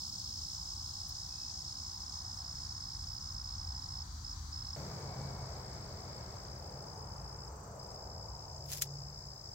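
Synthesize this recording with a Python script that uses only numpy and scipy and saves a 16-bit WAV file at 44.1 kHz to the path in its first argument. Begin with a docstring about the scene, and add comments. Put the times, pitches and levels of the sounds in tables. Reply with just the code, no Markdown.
"""A summer garden heard from two spots, with a cut between them at 4.76 s.
First spot: banded noise makes road rumble, leaf hiss and a shimmering far chorus, with low wavering engine tones;
a near cricket trills in stumbling runs of gliding tones, a fainter one pulses steadily, and leaves rustle twice.
Second spot: the near cricket is softer with a longer, stronger echo, and more crickets pulse higher up.
Late on, shears crunch through a stem in grainy noise and snap shut in short bursts, the trill going on to the end."""
import sys
import numpy as np
from scipy import signal
from scipy.fft import rfft, irfft, next_fast_len
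from scipy.io import wavfile
from scipy.ndimage import uniform_filter1d

SR = 44100
rng = np.random.default_rng(int(sys.argv[2]) if len(sys.argv) > 2 else 0)


def store_pcm(level_fs):
    """Save levels as 16-bit WAV."""
    pcm = np.round(np.clip(level_fs, -1, 1) * 32767).astype(np.int16)
    wavfile.write(sys.argv[1], SR, np.atleast_2d(pcm).T)


N = 420713
CUT_S = 4.762


def amp(db):
    """Gain from dB."""
    return 10 ** (np.asarray(db) / 20)


def colour(table, hz):
    """Level in dB at each frequency, from a table of f/Hz, level/dB read on a log axis."""
    f, db = np.transpose(table)
    return np.interp(np.log(hz + 1), np.log(f), db)


def walk(n, rate):
    """Random levels held 1 / rate s and smoothed twice into slow slides; spread near 1."""
    hold = int(SR / rate)
    steps = np.repeat(rng.standard_normal(n // hold + 1), hold)
    slides = uniform_filter1d(uniform_filter1d(steps, hold), hold)
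    return 1.299 * slides[:n]


def tinted(n, table, channels=2):
    """Noise shaped in frequency by a colour table, rms 1."""
    white = rfft(rng.standard_normal((channels, n)))
    x = irfft(white * amp(colour(table, np.fft.rfftfreq(n, 1 / SR))), n)
    return x / np.sqrt(np.mean(x ** 2))


def add(out, s, sound):
    """Mix a sound in from time s on."""
    i = max(int(s * SR), 0)
    out[:, i:i + sound.shape[1]] += sound[:, :N - i]


# Stereo width, one list per spot: f/Hz, side minus mid level/dB
WIDTH = [
    [(60, -20.5), (200, -17), (400, -4), (700, -1), (1300, 1), (4000, -0.5), (15000, 0.5)],
    [(60, -26), (200, -15), (400, -10.5), (700, -4), (1300, -0.5), (4000, 2), (15000, -1)],
]
# Stereo balance, one list per spot: f/Hz, left minus right level/dB
BALANCE = [
    [(60, .5), (400, 2.5), (700, -1), (1300, 2.5), (4400, -2.5), (8000, 14.5), (15000, -5)],
    [(60, .5), (700, 0.5), (2400, 2.5), (4400, -1.5), (8000, 9), (15000, -1.5)],
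]
PASS_OCTAVES = 1.03  # how far a swell spreads in pitch either way


def wash(spot, n, shape, curves, bands_hz, flicker_db, rate, passes=()):
    """Steady noise in half-octave bands; level curves tilt it, passes swell it and each band flickers alone."""
    size = next_fast_len(n)
    hz = np.fft.rfftfreq(size, 1 / SR)
    tint = amp(colour(shape, hz))
    mid, side = rfft(rng.standard_normal((2, size))) * tint
    side = side * amp(colour(WIDTH[spot], hz))
    lean = amp(colour(BALANCE[spot], hz) / 2)
    pair = np.array([(mid + side) * lean, (mid - side) / lean])

    # The level each named band has before the curves are applied
    own_db = [10 * np.log10(2 * np.sum(tint[(hz > a) & (hz < b)] ** 2) / size) for a, b in bands_hz]
    centres = np.log2([np.sqrt(a * b) for a, b in bands_hz])
    s, *db = np.transpose(curves)
    t = s[0] + np.arange(n) / SR
    bells = [(f, top_db * np.exp(-((t - at) / length) ** 2))
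             for at, length, f, top_db in passes if t[0] < at < t[-1]]

    out = 0
    for c in np.arange(np.log2(shape[0][0]), np.log2(shape[-1][0]) + .5, .5):
        gain_db = [np.interp(c, centres, np.array(row) - own_db) for row in zip(*db)]
        mask = np.clip(1 - 2 * np.abs(np.log2(hz + 1) - c), 0, 1)  # neighbours sum to one
        band = irfft(pair * mask, size)[:, :n]
        swell_db = sum(bell * np.exp(-((c - np.log2(f)) / PASS_OCTAVES) ** 2) for f, bell in bells)
        out = out + band * amp(np.interp(t, s, gain_db) + swell_db + flicker_db * walk(n, rate))
    return out


# Road drift, one list per spot: t/s, then level/dB of rumble, engines, tyres, tyre hiss
ROAD_LEVELS = [
    [(0, -58.5, -64.5, -70, -70), (4.75, -48, -64.5, -67.5, -65.5)],
    [(4.78, -51, -54, -53.5, -62.5), (9.54, -51, -66.5, -61, -70.5)],
]
# Where those four bands lie: low edge f/Hz, high edge f/Hz
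ROAD_EDGES = [(30, 110), (170, 400), (480, 900), (1100, 2000)]
# Road spectrum, one list per spot: f/Hz, relative level/dB
ROAD_TINT = [
    [(20, -39), (36, -18), (50, -9), (80, -3.5), (130, -11), (200, -20), (320, -27.5), (400, -36),
     (620, -36), (760, -25), (1050, -25), (1700, -36.5), (2600, -49.5), (3400, -55)],
    [(20, -53), (36, -21), (54, -7), (100, -7), (140, -10.5), (200, -14), (250, -24), (340, -20),
     (400, -17.5), (930, -18.5), (1400, -28), (2000, -38.5), (2600, -44), (3400, -50)],
]
# Far vehicles that swell the road: middle t/s, half-length t/s, centre f/Hz, peak boost level/dB
VEHICLE_SWELLS = [(.6, 0.45, 60, 8.5), (2.22, 0.43, 840, 3.5), (3.35, .4, 60, 6), (5.2, 0.17, 100, 3),
                  (7.198, 0.73, 1500, 2), (8.05, 0.42, 756, 5.5)]


def road(spot, n):
    """Distant traffic as dark noise that flickers slowly and swells as far vehicles pass."""
    return wash(spot, n, ROAD_TINT[spot], ROAD_LEVELS[spot], ROAD_EDGES, 1.34, 5.986, VEHICLE_SWELLS)


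# Garden drift, one list per spot: t/s, then level/dB of leaves, far chorus, air
GARDEN_LEVELS = [
    [(0, -66.5, -55, -69.5), (1.7, -71, -56, -75), (3.4, -73.5, -60.5, -75.5), (4.75, -71.5, -61.5, -77)],
    [(4.78, -69.5, -62.5, -71.5), (5.3, -73, -65.5, -76), (6.4, -74, -67.5, -76), (7.2, -91, -66.5, -78),
     (9.54, -86.5, -66, -78)],
]
# Where those three bands lie: low edge f/Hz, high edge f/Hz
GARDEN_EDGES = [(2600, 4000), (5800, 7200), (10000, 15500)]
# Garden spectrum, one list per spot: f/Hz, relative level/dB
GARDEN_TINT = [
    [(1500, -55), (2500, -32.5), (3200, -16.5), (4660, -5.5), (5900, -9), (7800, -15), (8400, -22),
     (10500, -17), (11500, -16.5), (14300, -9.5), (15800, -6.5)],
    [(1500, -10.5), (2200, -14.5), (2800, -28), (4000, -12.5), (4600, -2.5), (6000, -1.5), (8200, -4),
     (8500, -31), (9500, -19), (10000, -11.5), (14300, 4), (15800, 6)],
]


def garden(spot, n):
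    """Leaf hiss, far cricket chorus and air as bright noise with a fast shimmer."""
    return wash(spot, n, GARDEN_TINT[spot], GARDEN_LEVELS[spot], GARDEN_EDGES, 0.98, 24.76)


# Three low engine drones, then two faint whistles, one list per tone: t/s, f/Hz, level/dB
TONES = [
    [(0, 52.5, -65), (2.8, 51.8, -61), (4.4, 50.6, -52), (4.75, 50.5, -58)],
    [(0, 80.1, -61.5), (2.7, 79.2, -65.5), (3.1, 77.2, -57), (4.75, 75, -53)],
    [(4.77, 137.4, -51.5), (5.3, 137.6, -48), (6.1, 133.9, -58), (7, 133.6, -55), (8.2, 133.8, -61),
     (9.1, 136, -50.5), (9.54, 136.4, -65.5)],
    [(4.77, 2250, -74), (5.6, 2210, -77.5), (6.2, 2173, -76), (6.42, 2160, -80)],
    [(1.3, 2550, -82), (1.4, 2550, -78), (1.53, 2560, -80)],
]
# Pitch wander of each tone: spread f/Hz, also used as its changes a second
TONE_WANDER = [3, 3, 4, 25, 20]
# Loudness flutter of each tone: spread level/dB, changes a second
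TONE_FLUTTER = [(2.5, 12), (2.5, 12), (3, 16), (4.5, 50), (4.5, 70)]


def drones():
    """Far tones that wander within a narrow band, alike on both sides."""
    out = np.zeros((2, N))
    for rows, width_hz, (flutter_db, rate) in zip(TONES, TONE_WANDER, TONE_FLUTTER):
        s, hz, db = np.transpose(rows)
        t = np.arange(s[0], s[-1], 1 / SR)
        turns = np.cumsum(np.interp(t, s, hz) + width_hz * walk(len(t), width_hz)) / SR
        swell = amp(np.interp(t, s, db) + flutter_db * walk(len(t), rate))
        fade_out = np.clip((s[-1] - t) / .03, 0, 1)
        tone = np.sqrt(2) * swell * fade_out * np.sin(2 * np.pi * turns)
        add(out, s[0], tone * np.ones((2, 1)))
    return out


# Leaf brushes: middle t/s, length t/s, low edge f/Hz, level/dB
LEAF_BRUSHES = [(1.09, 0.059, 9000, -56), (3.13, .05, 12000, -68)]


def rustles():
    """Short bright brushes of leaves: noise above a low edge, swelling and fading evenly."""
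    out = np.zeros((2, N))
    for s, length, low_hz, db in LEAF_BRUSHES:
        n = int(length * SR)
        hiss = tinted(n, [(1.1 * low_hz, -30), (low_hz, 0), (16000, -3)])
        add(out, s - length / 2, amp(db) * np.hanning(n) * hiss)
    return out


def stroke(length, hz, fall_hz, db, start, lag=0., skew=1.0):
    """One wing stroke: a tone that swells, sinks in pitch ever faster and dies; left hears it lag later."""
    t = np.arange(int((length + 1e-3) * SR)) / SR
    u = np.clip((t - 5e-4 - np.array([[lag], [0]])) / length, 0, 1)  # progress through the stroke
    turns = length * (hz * u - fall_hz * u ** 4.6 / 4.6)
    swell = np.sin(np.pi * u ** skew)  # a higher skew peaks later
    return amp(db)[:, None] * swell * np.sin(2 * np.pi * (turns + start))


# Steady crickets: start t/s, end t/s, strokes a second, stroke t/s, start f/Hz, fall f/Hz,
# left level/dB, right level/dB
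STEADY_CRICKETS = [(4.805, 7.96, 25.775, .021, 8160, 220, -59, -85),
                   (4.83, 6.51, 25.81, .023, 7620, 700, -57.5, -72),
                   (6.53, 7.36, 25.9, .021, 7400, 450, -65, -76),
                   (7.374, 9.54, 25.98, .023, 7620, 700, -58, -72),
                   (.005, 4.75, 57, .011, 4850, 300, -56, -55),
                   (4.79, 9.54, 56, .012, 4880, 250, -63.5, -63.5)]


def singers():
    """Other crickets that each keep their own even beat, with slight scatter from stroke to stroke."""
    out = np.zeros((2, N))
    for t0, t1, rate, length, hz, fall_hz, *db in STEADY_CRICKETS:
        times = np.arange(t0, t1, 1 / rate)
        for s, (late, pitch, size, start) in zip(times, rng.standard_normal((len(times), 4))):
            wing = stroke(length, hz + 20 * pitch, fall_hz, np.array(db) + 1.2 * size, start)
            add(out, s - .45 * length + .001 * late, wing)
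    return out


# Squeezes that crush fibres: peak t/s, peak level/dB, rise in dB/s, fall in dB/s
SQUEEZES = [(8.735, -39.5, 352, 500), (8.785, -48, 100, 900), (8.8225, -29.5, 2500, 1100),
            (8.861, -55.5, 100, 2000)]
# Single fibres part and the blades meet: t/s, level/dB
FIBRE_SNAPS = [(8.6625, -45), (8.6925, -41), (8.7031, -39), (8.7181, -30), (8.7245, -29), (8.732, -32),
               (8.756, -42), (8.7734, -33), (8.7829, -36), (8.815, -31), (8.8201, -22.5), (8.8222, -20.5),
               (8.8425, -46)]
# Spectrum of crunch and snaps: f/Hz, relative level/dB per Hz
SHEAR_TINT = [(600, -45), (1400, -12), (2500, -10), (3600, -8.5), (5400, -3.5), (6500, -2.5), (7300, -1.5),
              (8300, -10), (12500, -7), (15700, -8)]
SNAP_T60_S, SHEARS_PAN_DB = 0.0084, 1.5  # time to fall 60 dB; left minus right


def shears():
    """Grainy crushing of the stem as flickering noise, with sharp dying bursts on top as snaps."""
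    out = np.zeros((2, N))
    t = np.arange(-.1, .1, 1 / SR)
    for s, db, rise, fall in SQUEEZES:
        slope_db = np.where(t < 0, rise, -fall) * t
        grain = amp(db + slope_db + 2.5 * walk(len(t), 900))
        add(out, s + t[0], grain * tinted(len(t), SHEAR_TINT))
    t = np.arange(SR // 10) / SR
    attack = 1 - np.exp(-t / .00015)
    decay = np.exp(-np.log(1000) * t / SNAP_T60_S)
    for s, db in FIBRE_SNAPS:
        add(out, s, amp(db) * attack * decay * tinted(len(t), SHEAR_TINT))
    return out * amp(np.array([[SHEARS_PAN_DB], [-SHEARS_PAN_DB]]) / 2)


# First stroke of each run of wing strokes: t/s
RUNS = [0.006, .127, .186, .246, .42, .66, 0.765, .94, 1.095, 1.154, 1.293, 1.386, 1.544, 1.651, 1.756,
        2.007, 2.066, 2.126, 2.25, 2.376, 2.449, 2.557, 2.696, 2.753, 2.809, 2.997, 3.073, 3.212, 3.35,
        3.445, 3.584, 3.677, 3.752, 3.824, 3.891, 4.25, 4.53, 4.652, 4.736, 4.801, 5.011, 5.17, 5.244,
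        5.335, 5.394, 5.566, 5.81, 5.891, 5.973, 6.081, 6.21, 6.292, 6.369, 6.563, 6.627, 6.725, 6.87,
        6.962, 7.073, 7.165, 7.247, 7.391, 7.479, 7.8, 7.892, 7.946, 8.102, 8.289, 8.394, 8.484, 8.609,
        8.687, 8.73, 8.768, 8.795, 8.843, 8.875, 9.13, 9.363, 9.442, 9.52]
# Last stroke before each silence: t/s
SILENCES = [4.023, 4.331, 4.752, 7.479, 9.535]
# How hard the cricket sings: t/s, level/dB
SINGING_LEVEL = [(0, -37.5), (1.5, -39), (4.76, -38.5), (4.77, -47.5), (9.54, -44.5)]
# Cricket from each spot: left minus right level/dB, echo level/dB, lateness of the swell
PLACEMENT = [(-4, -19, 1.09), (4.5, -7.5, 1.7)]
# How much later the left side hears it from each spot: t/s
LEFT_LATE = [45e-6, -311e-6]
# Pitch shift at each spot, a little lower at the second: f/Hz
PITCH_SHIFT = [0, -55]
# Time for the shrub echo to fall 60 dB at each spot: t/s
ECHO_DECAY = [.06, .15]
STROKE_RATE = 61.5  # strokes a second, rounded to fit each run
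STUMBLE_S = .028  # a run stops at least this long before the next begins
STROKE_S, STROKE_HZ, STROKE_FALL_HZ, STROKE_SCATTER_DB = .0112, 5315, 760, .7


def near_cricket():
    """Runs of even strokes, the first a little long; shrubs scatter a short unrelated echo to each side."""
    dry_spots = np.zeros((2, 2, N))  # spot, side, sample
    for first, after in zip(RUNS, RUNS[1:] + [np.inf]):
        rests_ahead = [s for s in SILENCES if s > first - STUMBLE_S / 2]
        last = max(first, min([after - STUMBLE_S] + rests_ahead))
        times = np.linspace(first, last, int(round((last - first) * STROKE_RATE)) + 1)
        spot = int(first > CUT_S)
        pan_db, _, skew = PLACEMENT[spot]
        db = np.interp(first, *np.transpose(SINGING_LEVEL)) + np.array([.5, -.5]) * pan_db
        for s, (late, pitch, size, start) in zip(times, rng.standard_normal((len(times), 4))):
            length = STROKE_S * (1.12 if s == first else 1)
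            hz = STROKE_HZ + PITCH_SHIFT[spot] + 20 * pitch
            wing = stroke(length, hz, STROKE_FALL_HZ, db + STROKE_SCATTER_DB * size, start,
                          LEFT_LATE[spot], skew)
            to_peak = .5 ** (1 / skew) * length  # the swell peaks near time s
            add(dry_spots[spot], s - to_peak - .0006 + .0006 * late, wing)

    t = np.arange(SR // 4) / SR
    heard = dry_spots.sum(axis=0)
    for direct, t60, (_, echo_db, _) in zip(dry_spots, ECHO_DECAY, PLACEMENT):
        shrubs = rng.standard_normal((2, len(t))) * np.exp(-np.log(1000) * t / t60)
        shrubs /= np.sqrt(np.sum(shrubs ** 2, axis=1, keepdims=True))
        heard += amp(echo_db) * signal.fftconvolve(direct, shrubs, axes=1)[:, :N]
    return heard


def scene():
    """Join the two spots' backgrounds at the cut and lay the single sources over them."""
    cut = int(CUT_S * SR)
    spots = [road(spot, n) + garden(spot, n) for spot, n in enumerate((cut, N - cut))]
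    return np.hstack(spots) + drones() + rustles() + singers() + shears() + near_cricket()


TOP_HZ = 15800


def record(dry):
    """A steep elliptic low-pass cuts the top."""
    return signal.sosfilt(signal.ellip(10, .2, 80, TOP_HZ, fs=SR, output="sos"), dry)


dry = scene()
out = record(dry)
store_pcm(out)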